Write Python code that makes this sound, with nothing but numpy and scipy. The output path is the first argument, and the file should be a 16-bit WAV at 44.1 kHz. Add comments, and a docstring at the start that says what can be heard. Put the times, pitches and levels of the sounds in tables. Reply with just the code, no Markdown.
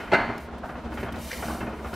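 """A print workshop, where a paper guillotine idles. Its drive hums under dull knocks of machinery.
The steel mechanism lands with one rattling clunk: a quick series of impacts excites the damped modes
of the body and the longer ring of the frame. A hand gathers the cut strips, which tick and rustle,
and sweeps them off the steel table; friction makes the scrape and the swish."""
import sys
import numpy as np
from scipy.fft import rfft, irfft, next_fast_len
from scipy.io import wavfile
from scipy.ndimage import map_coordinates

SR = 44100
rng = np.random.default_rng(int(sys.argv[2]) if len(sys.argv) > 2 else 0)


def generate_wav(signal):
    """Clip the signal to [-1, 1] and save it as 16-bit WAV at the path in sys.argv[1]."""
    frames = np.transpose(np.atleast_2d(signal))
    scaled = np.clip(frames, -1, 1) * 32767
    pcm = np.round(scaled).astype(np.int16)
    wavfile.write(sys.argv[1], SR, pcm)


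N = 85995
ENVELOPE_STEP = 8  # samples between envelope points

# left-right correlation of direct, nearby and diffuse sound (frequency [Hz], correlation [0-1])
DIRECT = [(100, .9999), (400, 1), (2200, 0.97), (4500, 0.81), (13000, 1)]
CLOSE = [(500, 0.78), (3000, 1), (5000, 0.91), (8500, 0.85), (13000, 0.25)]
DIFFUSE = [(60, 1), (130, 0.97), (350, 0.87), (800, 1), (1600, 0.85), (4000, 0.65), (13000, 0.23)]
# partials of the drive and spectrum of the workshop noise (frequency [Hz], level [dB])
HUM_PARTIALS = [(69, -46), (126, -57), (181, -55.5), (231.5, -48), (317, -55.5)]
SHOP_SPECTRUM = [(15, -35), (25, -10), (66, 7.5), (119, -6.5), (233, 0.5), (359, -6), (648, -2.5),
                 (826, -9.5), (945, -5), (1110, -10.5), (1490, -15.5), (3340, -25), (13200, -49),
                 (15500, -67)]
# swell of the hum (time [s], gain [dB])
HUM_SWELL = [(0, -25), (.14, -1.5), (.55, -0.5), (.9, 2), (1.15, 4.5), (1.33, -6), (1.5, 8), (1.75, -1),
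             (1.95, 0)]
# knocks of machinery (time [s], mid level [dB], bass level [dB], top level [dB])
KNOCKS = [(.001, -61, -86, -31), (0.031, -37, -53, -35.5), (.075, -47, -57, -37), (.182, -20.5, -28.5, -30),
          (0.207, -27, -31.5, -30.5), (0.288, -49, -26, -34.5), (0.297, -29, -38, -45),
          (0.308, -35, -28, -57), (0.345, -33.5, -52, -39), (0.482, -34.5, -39, -69),
          (0.526, -37, -37, -53), (0.633, -29.5, -44, -53), (0.69, -31.5, -52, -39),
          (.715, -36.5, -55, -57), (0.752, -32, -58, -42), (0.859, -35, -34, -45),
          (0.919, -36.5, -32.5, -39.5), (0.972, -37, -30, -31.5), (1.004, -58, -49, -40),
          (1.028, -35, -29.5, -33), (1.058, -32.5, -52, -42), (1.084, -32, -48, -38.5),
          (1.138, -49, -60, -37.5), (1.423, -28, -31.5, -33), (1.48, -27, -30, -55),
          (1.501, -30.5, -28.5, -59), (1.547, -31.5, -35, -43), (1.606, -30, -29.5, -32.5),
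          (1.626, -33, -24, -63), (1.667, -29, -28, -37.5), (1.726, -37.5, -29.5, -39.5),
          (1.787, -40, -31.5, -42), (1.846, -30.5, -38, -36.5), (1.93, -28.5, -30.5, -36.5)]
# spectra of those three bands (frequency [Hz], level [dB])
KNOCK_MID = [(250, -1.5), (480, -3.5), (700, 7.5), (950, 0.5), (1150, 0), (1500, 1), (1900, -14),
             (3500, -62)]
KNOCK_BASS = [(60, -65), (120, -3.5), (200, -6), (232, 8), (280, -12), (315, -1.5), (410, 0.5), (600, -27),
              (4000, -75)]
KNOCK_TOP = [(900, 5), (1750, 7), (2600, 2), (3200, -11.5), (3800, -11), (6000, -19.5), (15000, -59)]
# clanks of single steel parts (time [s], frequency [Hz], level [dB])
CLANKS = [(0.636, 934, -34), (0.633, 1490, -42), (.69, 1205, -42), (.972, 3200, -47), (1.085, 3260, -48),
          (1.328, 520, -34.5), (1.423, 1474, -38), (1.438, 681, -32), (1.605, 2684, -37),
          (1.606, 1420, -42), (1.668, 2500, -40.5)]
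# bumps on the table, snaps of the strips, slaps of the bundle (time [s], level [dB], T60 [s])
BUMPS = [(.292, -24.5, .12), (.988, -32, 0.18), (1.05, -31, 0.11), (1.112, -32, 0.12),
         (1.168, -21.5, 0.054), (1.452, -39, 0.14)]
TICKS = [(.3792, -35.5, 0.016), (.5817, -51, 0.046), (1.123, -42, 0.039), (1.159, -42, 0.018),
         (1.939, -40, 0.046)]
SLAPS = [(1.3145, -24, 0.026), (1.328, -32.5, 0.089)]
# spectra of these impacts and of sliding paper (frequency [Hz], level [dB])
BUMP_SPECTRUM = [(40, -20), (80, -3), (135, 5), (190, -12), (300, -2), (1300, -79)]
TICK_SPECTRUM = [(800, -22), (3200, 8.5), (5000, 2.5), (9000, -3), (13000, -4), (15500, -9)]
SLAP_SPECTRUM = [(800, -22), (1600, 11.5), (2400, 6), (3600, -4), (4300, 2), (5200, 0), (8000, -17),
                 (15000, -33)]
SLIDE_SPECTRUM = [(400, -20), (1200, -1), (2100, 2.5), (3200, 0), (5000, -1), (8000, -3), (13300, -2.5),
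                  (15500, -11)]
# paper sliding under the hand (time [s], level [dB])
SLIDE_LEVEL = [(0, -56.5), (.11, -63.5), (.27, -71), (.385, -69), (.405, -55), (.46, -60), (.5, -78),
               (.62, -81), (.66, -57.5), (.78, -70), (.9, -71), (.945, -50), (.968, -58), (1.01, -51),
               (1.05, -55.5), (1.1, -68), (1.16, -57.5), (1.22, -44), (1.33, -42), (1.5, -43),
               (1.56, -45.5), (1.64, -56), (1.72, -64), (1.84, -57.5), (1.875, -53.5), (1.92, -53),
               (1.95, -50)]
# scrape of the bundle's edge (time [s], centre frequency [Hz], level [dB])
SCRAPE = [(1.3, 1680, -50), (1.314, 1697, -35), (1.321, 2146, -43), (1.345, 1950, -44), (1.36, 2000, -47),
          (1.383, 2204, -46), (1.397, 1955, -44), (1.412, 1940, -54)]
# contacts within the clunk (time [s], crack level [dB], thud level [dB])
CONTACTS = [(0.1172, -23, -37), (0.1232, -24, -16.5), (0.1284, -24, -15), (0.1323, -15, -14.5),
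            (0.14, -22, -35), (0.144, -23.5, -38), (0.149, -31, -40)]
# spectra of the crack, the thud and the frame's dense ring (frequency [Hz], level [dB])
CRACK_SPECTRUM = [(35, -39), (60, -15), (266, -10), (394, -2.5), (800, -0.5), (1100, -5.5), (1550, 2.5),
                  (1830, -10), (2100, -1), (2700, -8.5), (3340, -19.5), (4320, -18), (4960, -28),
                  (8280, -38), (15500, -52)]
THUD_SPECTRUM = [(40, -25), (130, 7), (280, -11), (400, 8), (900, -5), (2500, -71)]
FRAME_SPECTRUM = [(35, -38), (60, -20), (206, -16), (242, -6), (368, -15.5), (673, -9.5), (976, -8),
                  (2050, -9.5), (3500, -27.5), (4420, -25.5), (4960, -39.5), (12600, -54.5), (15500, -61)]
# modes of the thin loose parts, the heavy body and the steel (frequency [Hz], level [dB], T60 [s])
LOOSE_MODES = [(1440, -11, 0.46), (2130, -17, 0.52), (2534, -19, 0.21), (2800, -31, 0.13),
               (3054, -19, 0.39)]
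BODY_MODES = [(130.2, -18.5, .08), (178.7, -10.5, 0.099), (398, 5, 0.033), (837, -1.5, 0.055)]
STEEL_MODES = [(243, -9, .8), (396, -5, .25), (573, -10, .3), (671, 0, .4), (721, -6, .45), (809, -1, .45),
               (904, -4, .5), (1035, -8, .55), (1292, -5, .4), (1535, 2, .35), (1683, 0, .4),
               (2067, 1.5, .52), (2774, -11, .45), (4270, -21, .6), (4404, -17, .55), (4735, -27, .6)]


def amp(db):
    """Amplitude grows tenfold for every 20 dB."""
    return 10 ** (np.asarray(db) / 20)


def unit(x):
    """Normalisation to an rms of 1."""
    return x / np.sqrt(np.mean(x ** 2) + 1e-20)


def along(points, hz):
    """Interpolation of (frequency [Hz], value) points on a logarithmic axis."""
    frequencies, values = np.transpose(points)
    return np.interp(np.log(hz + 1), np.log(frequencies + 1), values)


def since(onset_s):
    """Time elapsed since an onset, zero before it."""
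    return np.maximum(np.arange(N) / SR - onset_s, 0)


def curve(rows):
    """Linear interpolation of (time [s], value) points at every sample."""
    return np.interp(since(0), *np.transpose(rows))


def wobble(rate):
    """Smooth random modulation: a spline through `rate` Gaussian values a second."""
    grid = np.arange(0, N, ENVELOPE_STEP) / SR
    spline = map_coordinates(rng.standard_normal(256), [grid * rate], mode="wrap")
    return np.interp(since(0), grid, spline)


def filtered(x, response):
    """Linear filtering multiplies the spectrum by a frequency response."""
    size = next_fast_len(N + SR // 4)
    return irfft(rfft(x, size) * response(np.fft.rfftfreq(size, 1 / SR)), size)[..., :N]


def coloured(spectrum, correlation=DIRECT, pair=None):
    """Shaped stereo noise of rms 1; the ratio of side to mid sets the left-right correlation."""
    def response(hz):
        angle = np.arccos(np.clip(along(correlation, hz), -1, 1)) / 2
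        return amp(along(spectrum, hz)) * [np.cos(angle), np.sin(angle)]
    pair = rng.standard_normal((2, N)) if pair is None else pair
    mid, side = filtered(pair, response)
    return unit(np.array([mid + side, mid - side]))


def blows(rows, attack_s):
    """Envelope of decaying impacts (time [s], level [dB], T60 [s]); incoherent energies add."""
    onset, db, t60 = np.transpose(rows)[:, :, None]
    grid = np.arange(0, N, ENVELOPE_STEP) / SR
    age = np.maximum(grid - onset, 0)
    decay = np.exp(-np.minimum(np.log(1000) * age / t60, 20))
    rise = 1 - np.exp(-np.minimum(age / attack_s, 20))
    return np.interp(since(0), grid, np.linalg.norm(amp(db) * decay * rise, axis=0))


def partial(hz, stray_rad, rate):
    """Random phase modulation broadens the spectral line of a sinusoid."""
    return np.sin(2 * np.pi * (hz * since(0) + rng.random()) + stray_rad * wobble(rate))


def ringing(modes, hits, stray_rad, waver_db=0, attack_s=0.00018):
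    """Superposition of damped, slightly wavering modes excited by hits (time [s], level [dB])."""
    out = 0
    for hz, level, t60 in modes:
        envelope = blows([(s, db + level, t60) for s, db in hits], attack_s)
        out = out + envelope * amp(waver_db * wobble(rate=65)) * partial(hz, stray_rad, rate=65)
    return out


def workshop():
    """Diffuse background noise: its left-right correlation is lowest at short wavelengths."""
    level_db = -40 + 1.95 * wobble(rate=35.18)
    return coloured(SHOP_SPECTRUM, DIFFUSE) * amp(level_db)


def drive():
    """The drive hums in a line spectrum, each partial modulated in amplitude and phase."""
    hum = 0
    for hz, db in HUM_PARTIALS:
        rms = amp(db + 1.8 * wobble(rate=9.29))
        hum = hum + rms * np.sqrt(2) * partial(hz, stray_rad=0.65, rate=7.84)
    return hum * amp(curve(HUM_SWELL))


def knocks():
    """Impacts of loose machinery: direct and reverberant energies add, and thin parts ring."""
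    direct_t60, room_t60, room_db = 0.097, 0.48, -9
    out = 0
    for band, spectrum in enumerate([KNOCK_MID, KNOCK_BASS, KNOCK_TOP]):
        direct = blows([(s, levels[band], direct_t60) for s, *levels in KNOCKS], attack_s=0.0024)
        room = blows([(s, levels[band] + room_db, room_t60) for s, *levels in KNOCKS], attack_s=0.0081)
        out = out + coloured(spectrum) * np.hypot(direct, room)
    return out + ringing(LOOSE_MODES, [(s, top) for s, _, _, top in KNOCKS], stray_rad=1.0)


def clanks():
    """Free vibration: each struck steel part rings briefly at its natural frequency."""
    t60 = 0.12
    return sum(ringing([(hz, 0, t60)], [(s, db)], stray_rad=0.91, waver_db=2) for s, hz, db in CLANKS)


def table_bumps():
    """Soft impacts on the table build up slowly and excite mainly low frequencies."""
    return coloured(BUMP_SPECTRUM) * blows(BUMPS, attack_s=0.0061)


def paper():
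    """Friction of catching fibres makes the strips hiss; impacts make them tick and slap the table."""
    catches_per_s, catch_share = 1600, 0.21
    catches = unit(rng.standard_normal((2, N)) * (rng.random(N) < catches_per_s / SR))
    friction = np.sqrt(catch_share) * catches + np.sqrt(1 - catch_share) * rng.standard_normal((2, N))
    swish = coloured(SLIDE_SPECTRUM, CLOSE, friction) * amp(curve(SLIDE_LEVEL) + 0.5 * wobble(rate=60.8))
    ticks = coloured(TICK_SPECTRUM) * blows(TICKS, attack_s=0.0005)
    slaps = coloured(SLAP_SPECTRUM, CLOSE) * blows(SLAPS, attack_s=0.0009)
    return swish + ticks + slaps


def steel_reflections(x, count):
    """Comb filtering: weak reflections from nearby steel faces interfere with the direct sound."""
    gain, delay_range_s = amp(-12.5), (0.0008, 0.006)
    lags = (rng.uniform(*delay_range_s, count) * SR).astype(int)
    echoes = sum(np.pad(x, ((0, 0), (lag, 0)))[:, :N] for lag in lags)
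    return (x + gain * echoes) / np.sqrt(1 + count * gain ** 2)


def scrape():
    """Friction of the bundle's edge on the table gives narrow-band noise with a gliding centre."""
    width_hz = 520
    centre_hz = curve([(s, hz) for s, hz, _ in SCRAPE])
    level_db = curve([(s, db) for s, _, db in SCRAPE])
    phase = 2 * np.pi * np.cumsum(centre_hz) / SR
    band = unit(wobble(width_hz) * np.cos(phase) + wobble(width_hz) * np.sin(phase))
    sliding = (since(SCRAPE[0][0]) > 0) & (since(SCRAPE[-1][0]) == 0)
    return sliding * amp(level_db) * band


def clunk():
    """Impact excitation: steel lands in a rattle of contacts that thud in the body and ring the frame."""
    crack_t60, thud_t60, ring_t60 = 0.11, 0.071, 0.79
    thud_db, ring_db, clang_db = -6, -13.3, -12.7
    cracks = [(s, db) for s, db, _ in CONTACTS]
    thuds = [(s, db) for s, _, db in CONTACTS]
    crack = coloured(CRACK_SPECTRUM) * blows([(s, db, crack_t60) for s, db in cracks], 0.0008)
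    thud = coloured(THUD_SPECTRUM) * blows([(s, db + thud_db, thud_t60) for s, db in thuds], 0.0011)
    body = ringing(BODY_MODES, thuds, stray_rad=0.16, attack_s=0.0017)
    ring = coloured(FRAME_SPECTRUM) * blows([(s, db + ring_db, ring_t60) for s, db in cracks], 0.0021)
    clang = ringing(STEEL_MODES, [(s, db + clang_db) for s, db in cracks], stray_rad=0.42, waver_db=2)
    return crack + thud + body + ring + clang


def scene():
    """Superposition: the sound pressures of machine, workshop and paper add."""
    machinery = clunk() + knocks() + clanks() + drive() + workshop()
    return machinery + table_bumps() + steel_reflections(paper(), count=8) + scrape()


def record(dry):
    """Band limiting: an ideal low-pass filter removes the highest treble."""
    return filtered(dry, lambda hz: hz < 15750)


dry = scene()
out = record(dry)
generate_wav(out)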